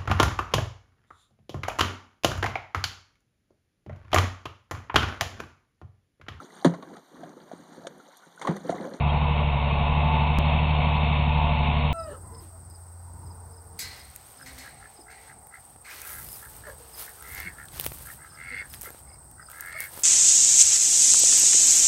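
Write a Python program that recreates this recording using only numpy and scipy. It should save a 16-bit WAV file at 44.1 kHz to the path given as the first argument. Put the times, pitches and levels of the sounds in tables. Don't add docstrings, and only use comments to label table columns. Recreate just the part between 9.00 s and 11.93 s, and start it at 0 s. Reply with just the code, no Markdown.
import sys
import numpy as np
from scipy import signal
from scipy.io import wavfile
from scipy.ndimage import uniform_filter1d

SR = 44100
rng = np.random.default_rng(int(sys.argv[2]) if len(sys.argv) > 2 else 0)


def store_wav(level_fs):
    pcm = np.round(np.clip(np.atleast_2d(level_fs), -1, 1) * 32767)
    wavfile.write(sys.argv[1], SR, pcm.T.astype(np.int16))


def how_loud(loudness_db):
    steps = np.asarray(loudness_db, float) / 20
    return 10 ** steps


N = 129213
T = np.arange(N) / SR


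def ring(x, hz, width_hz):
    b, a = signal.iirpeak(hz, hz / (1.213 * width_hz), fs=SR)
    once = signal.lfilter(b, a, x)
    twice = signal.lfilter(b, a, once)
    return twice / np.std(twice)


def walk(rate_hz):
    hold = int(SR / rate_hz)
    held = np.repeat(rng.standard_normal(N // hold + 1), hold)
    slewed = uniform_filter1d(uniform_filter1d(held, hold), hold)
    return 1.03 * slewed[:N]


def tone(cycles, level_db, flutter_db, rate_hz, wander_rad):
    level = np.sqrt(2) * how_loud(level_db + flutter_db * walk(rate_hz))
    return -level * np.sin(2 * np.pi * cycles + wander_rad * walk(rate_hz))


def rumble():
    # centre_hz, width_hz, level_db (rms), flutter_db
    bands = [(11, 37, -57, 6.5), (30, 72, -40.5, 4.5), (55, 17, -46.5, -3.5), (95, 24, -42.5, 1.8),
             (125.7, 45, -42.5, -4.9), (180, 40, -41.5, -0.3), (232.5, 49, -45.5, 4.9)]
    out = np.zeros(N)
    for hz, width_hz, level_db, flutter_db in bands:
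        flutter = np.minimum(flutter_db, 100 / hz) * walk(12)
        out += how_loud(level_db + flutter) * ring(rng.standard_normal(N), hz, width_hz)
    return out


def machinery(firings):
    fan_db = [-41, -48, -48]
    shaft_db = [-43.5, -51.5, -48, -45.5]
    fan_ratio, shaft_ratio = 3.23, .206
    out = tone(1469 * T, -56.5, 1.5, 7.1, .3)
    for k, level_db in enumerate(fan_db, 1):
        out += tone(firings * fan_ratio * k, level_db, 1.6, 8, .3 * k)
    for k, level_db in enumerate(shaft_db, 1):
        out += tone(firings * shaft_ratio * k, level_db, 3.4, 2, .27)
    return out


def clinks():
    # time_s, pitch_hz, level_db, length_s
    hits = [
        (.07, 3370, -44, .012),
        (.1, 3220, -35, .022),
        (.105, 3800, -46, .015),
        (2.609, 900, -23, .004),
    ]
    out = np.zeros(N)
    for time_s, hz, level_db, length_s in hits:
        swell = np.exp(-((T - time_s) / length_s * 2) ** 2)
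        out += how_loud(level_db) * swell * np.sin(2 * np.pi * hz * T)
    return out


def buzz(firings):
    # time_s, swell_db, length_s
    swells = [
        (.83, 8, 0.1),
        (1.2, 13, .2),
        (2.45, 10, 0.22),
    ]
    swell_db = sum(db * np.exp(-((T - time_s) / length_s) ** 2) for time_s, db, length_s in swells)
    return tone(firings * 12, -38.5 + swell_db - 5, 1.5, 10, .35)


def clatter(firings):
    # centre_hz, width_hz, level_db (rms)
    panels = [(368, 93, -51), (466.5, 78, -50), (592.7, 65, -41), (651, 28, -50), (705.3, 59, -38),
              (823, 80, -41), (865, 25, -43), (884.4, 31, -42.5), (957.7, 56, -40.5), (1003.7, 25, -43),
              (1078, 36, -42.5), (1137.4, 80, -45.5), (1218, 110, -50), (1392, 220, -50.5)]
    # centre_hz, width_hz, level_db (rms)
    rattle = [(1801, 300, -51), (2152, 250, -44), (2374, 220, -42.5), (2562, 110, -39.5),
              (2660, 250, -39.5), (2934, 250, -45.5), (3240, 360, -45.5), (3692, 320, -45),
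              (4235, 230, -64)]
    knock = rng.standard_normal(N) * how_loud(.6 * walk(29.9))
    turning_db = -6.5 * np.exp(-T / 1)
    out = np.zeros(N)
    for k, (hz, width_hz, level_db) in enumerate(list(panels) + list(rattle)):
        opening_db = turning_db * np.clip(hz / 2000 - .5, 0, 1)
        flicker_db = .4 * walk(9) + .31 * walk(20)
        shimmer_db = 4.5 * (hz > 3900) * walk(50)
        level = how_loud(level_db + opening_db + flicker_db + shimmer_db)
        out += (-1) ** k * level * ring(knock, hz, width_hz)
    gate_db = 1.2 * np.cos(2 * np.pi * (firings - .9))
    return out * how_loud(gate_db)


def stack(firings):
    partials = np.array([(3, -47), (5, -55), (6, -24.5), (7, -55), (9, -41), (11, -45.5), (12, -27),
                (13, -39.5), (14, -47), (15, -48), (16, -49), (17, -48), (18, -45), (30, -55), (78, -47),
                (84, -48)])
    out = np.zeros(N)
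    for order, level_db in partials:
        out += tone(firings * round(order) / 6, level_db, .05 * order, 8.3, .005 * order)
    return how_loud(.37) * out


def scene():
    # time_s, firing_rate_hz, stack_db, clatter_db
    engine_course = [(0, 72.22, 0, 0), (.1, 72.72, -0.5, 1), (.35, 73.33, 0, 1), (.47, 73.04, 0, 0.5),
                     (.55, 70.37, -2, 0), (0.849, 71.58, -1, 1), (1.0, 73.96, 1, 1), (1.15, 73.6, 0, 1.5),
                     (1.3, 73.9, 0.5, 0.5), (1.449, 74.23, 1, 1.5), (1.651, 75.07, 0, 0.5),
                     (1.752, 73.86, 0.5, 1), (1.95, 74.24, 0, 0), (2.151, 73.4, 0, 1),
                     (2.25, 73.04, 1, -0.5), (2.451, 74.25, 0, 0), (2.65, 72.69, -1, -0.5),
                     (2.93, 74.47, 0, 0)]
    time_s, firing_hz, stack_db, clatter_db = np.array(engine_course).T
    firings = np.cumsum(np.interp(T, time_s, firing_hz)) / SR
    firings = firings - np.interp(1.3864, T, firings)
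    exhaust = how_loud(np.interp(T, time_s, stack_db)) * stack(firings)
    knocking = how_loud(np.interp(T, time_s, clatter_db)) * clatter(firings)
    mix = exhaust + knocking + buzz(firings) + machinery(firings) + rumble() + clinks()
    return mix[None]


def jump_back(x):
    jump_s, back_s, jump, settle_s = 1.38703, .0034, .2, .003
    i, j = np.arange(N), int(jump_s * SR)
    x = x[:, i - int(back_s * SR) * (i >= j)]
    settle = (i >= j) * np.exp(-np.maximum(i - j, 0) / SR / settle_s)
    return x + (jump - (x[0, j] - x[0, j - 1])) * settle


def low_pass(x):
    return signal.sosfilt(signal.butter(12, 16400, fs=SR, output="sos"), x)


def record(dry):
    ceiling, top_hz, band_edge_hz = .62, 4453, 15900
    rounded = ceiling * np.tanh(dry / ceiling)
    narrow = signal.sosfilt(signal.ellip(10, .3, 75, top_hz, fs=SR, output="sos"), rounded)
    edge = signal.ellip(12, .1, 60, band_edge_hz, fs=SR, output="sos")
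    return low_pass(signal.sosfiltfilt(edge, jump_back(narrow)))


dry = scene()
out = record(dry)
store_wav(out)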